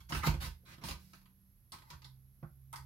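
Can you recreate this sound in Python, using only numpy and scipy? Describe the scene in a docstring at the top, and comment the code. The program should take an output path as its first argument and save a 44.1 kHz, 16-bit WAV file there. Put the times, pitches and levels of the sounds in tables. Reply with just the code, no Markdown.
"""A small tiled kitchen, a stereo microphone close to a mandoline slicer that rests on a bowl.
A vegetable end in a plastic holder is pushed to and fro: the holder clacks on the rails and squeaks,
the blade rasps through the flesh, bowl and worktop thud. Then fingers pick at the slicer with a few
clicks. Far behind, over the room's rumble and hiss, a motor hums, slowly rising, and something
electrical whines faintly. The whole scene leans a little to the right."""
import sys
import numpy as np
from scipy import signal
from scipy.fft import rfft, irfft, next_fast_len
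from scipy.io import wavfile
from scipy.ndimage import uniform_filter1d

SR = 44100
rng = np.random.default_rng(int(sys.argv[2]) if len(sys.argv) > 2 else 0)


def store_wav(level_fs):
    """Save 16-bit WAV to argv[1]."""
    pcm = np.round(np.clip(np.atleast_2d(level_fs), -1, 1) * 32767)
    wavfile.write(sys.argv[1], SR, pcm.T.astype(np.int16))


N = 125685
T = np.arange(N) / SR
FFT_SIZE = next_fast_len(2 * N)
HZ = np.maximum(np.arange(FFT_SIZE // 2 + 1) * SR / FFT_SIZE, 1)

# Room tone, its low and its high part: f/Hz, relative level/dB
RUMBLE_SPECTRUM = [(20, -26), (35, 14.5), (50, -3.5), (100, 1.5), (160, -9.5), (240, -15), (400, -25),
                   (1000, -45)]
HISS_SPECTRUM = [(200, 8.5), (500, -2), (1200, -1), (3000, -6.5), (6000, -5.5), (8300, -15.5), (9800, -9),
                 (11000, 9), (13000, 2.5), (15500, -0.5)]
# Pitch of the distant motor: t/s, f/Hz
MOTOR_PITCH = [(0, 58.6), (0.85, 61.5), (1.65, 64.82), (2.2, 65.04), (2.85, 66.47)]
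# Its first three harmonics: t/s, then level/dB of each
MOTOR_HARMONICS = [(0, -55.5, -67, -75), (0.7, -86, -68.5, -70.5), (1.05, -77.5, -71, -65),
                   (1.5, -74.5, -78.5, -73.5), (1.751, -83, -71, -88), (2.119, -65.5, -57.5, -76),
                   (2.382, -72, -70, -80.5), (2.55, -62, -62.5, -84.5), (2.85, -63, -54.5, -95)]
# Decay of the kitchen: f/Hz, t60/s
KITCHEN_DECAY = [(200, 0.35), (1000, 0.22), (4000, 0.24), (8000, 0.22), (15000, 0.21)]
# Diffuse sound at the microphone: f/Hz, left-right coherence (0 to 1)
COHERENCE = [(100, 0.88), (300, .85), (600, 0.18), (1200, 0.099), (4000, .05)]
# Stereo balance: f/Hz, left minus right/dB
BALANCE = [(60, -4), (150, -6), (300, -3.5), (500, -4.5), (1000, 1), (2000, -3), (4500, -3), (12000, -4.5)]
# Modes of the three bodies: f/Hz, relative level/dB, t60/s
WORKTOP_MODES = [(44, -2.5, .2), (53, 1.5, 0.21), (74.2, 0.5, 0.37), (96, -3, .15)]
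BOWL_MODES = [(115.4, -3.5, 0.18), (151.6, 5, 0.19), (177, -6.5, .08), (208.2, -6, 0.16), (345, -10.5, 0.2),
              (463, -19.5, .1), (535.4, -15.5, 0.13), (694, -15, 0.073)]
SLICER_MODES = [(850, 3.5, 0.05), (914, 5.5, 0.061), (956, 5.5, 0.074), (1013, 6.5, 0.031), (1116, 4, 0.05),
                (1142, 1.5, 0.032), (1270, 1, 0.06), (1500, -13, 0.22), (1605, -4, 0.017),
                (1884, -9.5, 0.06), (2083, -5, 0.05)]
# The holder's weight rocks the slicer on the worktop: t/s, level/dB
ROCKING_PUSHES = [(0.135, -13.5), (0.302, -1), (0.358, -4.5), (0.385, -17), (0.482, -21.5), (0.935, -20.5),
                  (1.941, -26.5), (2.215, -26)]
# Stick-slip of plastic, the shortest mere ticks: t/s, length/s, f/Hz, level/dB
PLASTIC_SQUEAKS = [(0.093, 0.0052, 6000, -49.5), (0.1, 0.02, 850, -43.5), (0.149, 0.0064, 2245, -41),
                   (0.215, 0.025, 2190, -47.5), (0.23, 0.022, 1205, -36), (0.229, 0.02, 1660, -43),
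                   (1.134, 0.012, 1615, -62.5), (1.134, 0.00085, 5100, -53.5), (2.044, 0.00077, 4600, -40),
                   (2.427, 0.0074, 845, -52), (2.428, 0.034, 1413, -61.5), (2.729, 0.017, 1405, -56)]
# Colour of cracks and rasps: f/Hz, gain/dB
CONTACT_SPECTRUM = [(120, 5), (260, 5), (450, -6), (700, -7), (1200, 3), (2300, 0.5), (3200, -2), (4300, 1),
                    (5600, -3), (7000, -9.5), (9500, -9), (12000, -7), (15500, -12.5)]
# Plastic contacts: t/s, crack/dB, tilt/(dB per octave), slicer ring/dB, bowl knock/dB, worktop boom/dB
PLASTIC_CLACKS = [(0.098, -32, 10, -23, -22, -33), (0.122, -3, -2.5, -17, -11, -11),
                  (0.148, -5, -3, -36, -39, -30), (0.235, -10, -5, -10.5, -17, -32),
                  (0.271, 1, -3.5, -8.5, 1.5, -0.5), (0.340, -12.5, -3.5, -34, -8, -33),
                  (0.781, -28.5, -4, -43, -28.5, -47), (0.838, -11.5, 0.5, -24.5, -15, -21),
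                  (0.886, -6.5, -0.5, -24, -23.5, -26), (0.91, -11, -1, -27, -31, -25),
                  (1.134, -22.5, -1, -59, -42, -42), (1.214, -33.5, -1, -45.5, -64, -47),
                  (1.257, -34, 0, -43, -42, -48), (1.720, -18, 4.5, -25, -32.5, -28.5),
                  (1.785, -26, 0, -52, -44, -42), (1.82, -28, -2.5, -35, -38, -31),
                  (1.903, -19, 4, -28, -28, -46), (2.019, -28.5, 0.5, -36, -44, -56),
                  (2.047, -26, 2.5, -32.5, -33, -43), (2.428, -34.5, -8, -36, -13.5, -25),
                  (2.728, -26.5, 9, -15.5, -32.5, -27), (2.737, -21, -4.5, -25, -37, -44),
                  (2.758, -17, 3.5, -26, -57.5, -45), (2.781, -30, -6, -26.5, -38, -26)]
# Sliding strokes: t/s, length/s, first level/dB, last level/dB, tilt/(dB per octave),
# then ring/dB, knock/dB and boom/dB relative to the rasp
STROKES = [(0.0, 0.019, -37, -71.5, 0, -18, -9, 0), (0.086, 0.058, -42, -53, 0, -20, -13.5, -29),
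           (0.124, 0.071, -41, -38, 0.3, -13.5, -8, -2.5), (0.218, 0.058, -50.5, -24.5, 1.05, -7, -7, -0.5),
           (0.398, 0.046, -39, -38, 0.24, -20, -7, -12), (0.432, 0.044, -38.5, -44, 0.5, -12, -5, -2.5),
           (0.649, 0.0974, -55.5, -49, -1.6, -23, -9, -9.5), (0.808, 0.038, -50.5, -49, -4, -12, -5.5, -6),
           (0.838, 0.098, -39.5, -48.5, 1, -14, -6.5, -4), (0.988, 0.166, -65.5, -72.5, 4, -33, -4, -12),
           (1.138, 0.11, -56, -90.5, 1.5, -17, -4.5, -21), (1.723, 0.035, -44, -52, -1, -6, -9.5, -13),
           (1.801, 0.11, -88.5, -59, 1.5, 4.5, -36, -5), (1.896, 0.047, -64, -47.5, -2.5, -13.5, -10, 1)]

LEAD = 256  # samples of room for the colouring filter to ring ahead of a contact


def from_db(db):
    """Decibels to gain."""
    return 10 ** (np.asarray(db) / 20)


def unit(x):
    """Scale to an energy of one per channel."""
    return x / np.sqrt(np.sum(x ** 2, axis=-1, keepdims=True) + 1e-20)


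def at_hz(points, hz):
    """Read a table on a log-frequency axis."""
    freqs, values = np.transpose(points)
    return np.interp(np.log(hz), np.log(freqs), values)


def coloured(x, gain):
    """Apply a smooth frequency response."""
    return irfft(rfft(x, FFT_SIZE) * gain, FFT_SIZE)[..., :N]


def add(track, s, x, lead=0):
    """Mix x into the track at time s, less a lead in samples."""
    start = int(s * SR) - lead
    x, start = x[..., max(-start, 0):], max(start, 0)
    track[..., start:start + x.shape[-1]] += x[..., :N - start]


def through(x, response):
    """Pass a sound through a body or a room."""
    return signal.fftconvolve(np.atleast_2d(x), np.atleast_2d(response), axes=-1)[:, :N]


def diffuse_noise():
    """Noise from all sides: left and right are alike in the bass and unrelated in the treble."""
    mid, side = rng.standard_normal((2, N))
    alike = at_hz(COHERENCE, HZ)
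    return coloured(mid, np.sqrt(1 + alike)) + coloured(side, np.sqrt(1 - alike)) * [[1], [-1]]


def room_tone(spectrum, level_db):
    """Steady background noise all round the microphone."""
    noise = coloured(diffuse_noise(), from_db(at_hz(spectrum, HZ)))
    return from_db(level_db) * np.sqrt(N) * unit(noise)


def motor():
    """A far motor gains speed slowly; its harmonics swell and fade."""
    phase = 2 * np.pi * np.cumsum(np.interp(T, *np.transpose(MOTOR_PITCH))) / SR
    times, *levels = np.transpose(MOTOR_HARMONICS)
    return sum(np.sqrt(2) * from_db(np.interp(T, times, db))
               * np.sin(k * phase + rng.uniform(0, 2 * np.pi)) for k, db in enumerate(levels, 1))


def whine(pitch_hz=11400, swing_hz=124, rate_hz=48.3, throb=0.18, level_db=-80):
    """A thin electrical whistle whose pitch and strength swing at about the mains rate."""
    cycle = 2 * np.pi * rate_hz * T
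    tone = np.sin(2 * np.pi * pitch_hz * T + swing_hz / rate_hz * np.sin(cycle))
    return np.sqrt(2) * from_db(level_db) * tone * (1 - throb * np.cos(cycle))


def kitchen_tail(level_db=-2):
    """The tiled room's diffuse tail, which dies sooner in the treble than in the bass."""
    noise, tail = diffuse_noise(), np.zeros((2, N))
    centres = np.log([hz for hz, _ in KITCHEN_DECAY])
    for share, (_, t60) in zip(np.eye(len(centres)), KITCHEN_DECAY):
        band = coloured(noise, np.interp(np.log(HZ), centres, share))
        tail += band * from_db(-60 * T / t60)
    return from_db(level_db) * unit(tail)[:, :SR]


def reflections(count=36, direct_db=-23, early_db=-4.5, decay_s=0.0073, port_lag_s=0.0004):
    """Direct sound and first echoes off tiles and worktop, each echo from its own side."""
    echoes = np.zeros((2, SR // 10))
    jitter, side, sign = rng.random((3, count))
    delay = np.pi * decay_s * (np.arange(count) + jitter) / count
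    lags = side * port_lag_s, (1 - side) * port_lag_s  # to the microphone's two ports
    for channel, lag in zip(echoes, lags):
        channel[((delay + lag) * SR).astype(int)] = np.sign(sign - .5) * np.exp(-delay / decay_s)
    return from_db(early_db) * unit(echoes) + from_db(direct_db) * (T[:SR // 10] == 0)


def ringing(modes):
    """Response of a struck body: decaying sines of alternating sign."""
    t = T[:int(SR * max(t60 for _, _, t60 in modes))]
    return unit(sum((-1) ** k * from_db(db - 60 * t / t60) * np.sin(2 * np.pi * hz * t)
                    for k, (hz, db, t60) in enumerate(modes)))


def rocking(push_s=0.011):
    """Soft half-sine pushes of the rocking slicer on the worktop."""
    force = np.zeros(N)
    push = np.sin(np.pi * np.minimum(T[:SR // 20] / push_s, 1))
    for s, db in ROCKING_PUSHES:
        add(force, s, from_db(db) * push / push.sum())
    return force


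def squeaks(relative_bandwidth=0.19):
    """Plastic sticks and slips: short swelling tones, unsteady in pitch from cycle to cycle."""
    out = np.zeros(N)
    for s, length, hz, db in PLASTIC_SQUEAKS:
        t = T[:int(length * SR)]
        phase_step = np.sqrt(2 * np.pi * relative_bandwidth * hz / SR)
        wander = phase_step * np.cumsum(rng.standard_normal(SR // 10))[:len(t)]
        wander = uniform_filter1d(wander, int(2 * SR / hz))  # smoothed over two cycles
        swell = np.sqrt(2 * np.abs(np.sin(np.pi * t / length)))
        add(out, s, from_db(db) * swell * np.sin(2 * np.pi * hz * t + wander))
    return out


def clack(snaps_per_s=6000, decay_s=0.00084, spray_db=0.5, top_hz=11400):
    """One touch of plastic crumbles into a dying spray of tiny snaps, softened at the top."""
    t = T[:SR // 50]
    snaps = (rng.random(len(t)) < snaps_per_s / SR) * rng.standard_normal(len(t))
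    spray = from_db(spray_db) * unit(snaps * np.exp(-t / decay_s))
    soften = signal.butter(2, top_hz, fs=SR, output="sos")
    return signal.sosfilt(soften, unit((t == 0) + spray))


def rasp(length_s, first_db, last_db, snaps_per_s=8000, spread_db=1.5, edge_s=0.0094):
    """Dense tiny snaps of cut cells and slipping plastic under one stroke."""
    t = T[:int(length_s * SR)]
    chance, size, sign = rng.random((3, SR // 4))[:, :len(t)]
    strength = from_db(spread_db * np.minimum(-np.log(size), 4))
    snaps = (chance < snaps_per_s / SR) * strength * np.sign(sign - .5)
    edges = np.clip(np.minimum(t, length_s - t) / edge_s, 0, 1)
    level = from_db(first_db + (last_db - first_db) * t / length_s)
    return unit(snaps) * np.sqrt(len(t)) * edges * level


def contacts():
    """Clacks and strokes as (time, surface sound, force, tilt, levels of ring, knock and boom)."""
    events = [(s, from_db(crack_db) * clack(), np.ones(1), tilt, levels_db)
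              for s, crack_db, tilt, *levels_db in PLASTIC_CLACKS]
    for s, length, first_db, last_db, tilt, *levels_db in STROKES:
        stroke = rasp(length, first_db, last_db)
        events.append((s, stroke, stroke, tilt, levels_db))
    return events


def spot_colour(surface, db_per_octave, patchy_db=0.9, patch_count=30, low_hz=340, size=16384):
    """Each contact meets a spot with its own slope and chance resonances; comes back LEAD samples late."""
    hz = np.maximum(np.arange(size // 2 + 1) * SR / size, 1)
    octaves = np.log2(np.clip(hz, 400, 16000) / 2500)
    centres = np.linspace(octaves[0], octaves[-1], patch_count)
    patches = np.interp(octaves, centres, rng.standard_normal(patch_count))
    gain = from_db(at_hz(CONTACT_SPECTRUM, hz) + db_per_octave * octaves + patchy_db * patches)
    shaped = np.roll(irfft(rfft(surface, size) * gain, size), LEAD)
    thin = signal.butter(3, low_hz, "high", fs=SR, output="sos")  # thin plastic radiates little bass
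    return signal.sosfilt(thin, shaped)


def gripped_modes(detune=0.016, spread_db=2):
    """The grip shifts the pitch and level of the slicer's modes anew at each contact."""
    chance = rng.standard_normal((len(SLICER_MODES), 2))
    return [(hz * (1 + detune * bend), db + spread_db * gain, t60)
            for (hz, db, t60), (bend, gain) in zip(SLICER_MODES, chance)]


def slicer(thud_send_db=-26.5, echo_shift_hz=3.1):
    """Close up, each contact cracks and rings with its own echoes; bowl and worktop thud underneath."""
    bright, bowl_force, worktop_force = squeaks(), np.zeros(N), rocking()
    near = through(bright, reflections())
    for s, surface, force, tilt, (ring_db, knock_db, boom_db) in contacts():
        crack = spot_colour(surface, tilt)
        ring = signal.fftconvolve(force, ringing(gripped_modes()))
        ring = np.pad(ring, (LEAD, len(crack)))[:len(crack)]
        contact = crack + from_db(ring_db) * ring
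        add(bright, s, contact, LEAD)
        add(near, s, through(contact, reflections()), LEAD)
        add(bowl_force, s, from_db(knock_db) * force)
        add(worktop_force, s, from_db(boom_db) * force)
    thuds = through(bowl_force, ringing(BOWL_MODES)) + through(worktop_force, ringing(WORKTOP_MODES))
    radiated = bright + from_db(thud_send_db) * thuds
    # The moving hand changes the pattern of reflections: the sound swings between two tails.
    turn = 2 * np.pi * echo_shift_hz * T
    tail = sum(through(radiated * share, kitchen_tail()) for share in (np.cos(turn), np.sin(turn)))
    return near + thuds + tail


def scene():
    """Slicer in front, motor, whine and room tone behind, all leaning to the right."""
    sources = slicer() + motor() + whine()
    sources += room_tone(RUMBLE_SPECTRUM, level_db=-66.5) + room_tone(HISS_SPECTRUM, level_db=-73.5)
    return coloured(sources, from_db(at_hz(BALANCE, HZ) * [[.5], [-.5]]))


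def record(dry, low_hz=40.1, top_hz=15850):
    """The microphone loses the deep bass; the top is cut steeply."""
    low_cut = signal.butter(4, low_hz, "high", fs=SR, output="sos")
    top_cut = signal.ellip(12, .2, 80, top_hz, fs=SR, output="sos")
    return signal.sosfilt(top_cut, signal.sosfilt(low_cut, dry))


dry = scene()
out = record(dry)
store_wav(out)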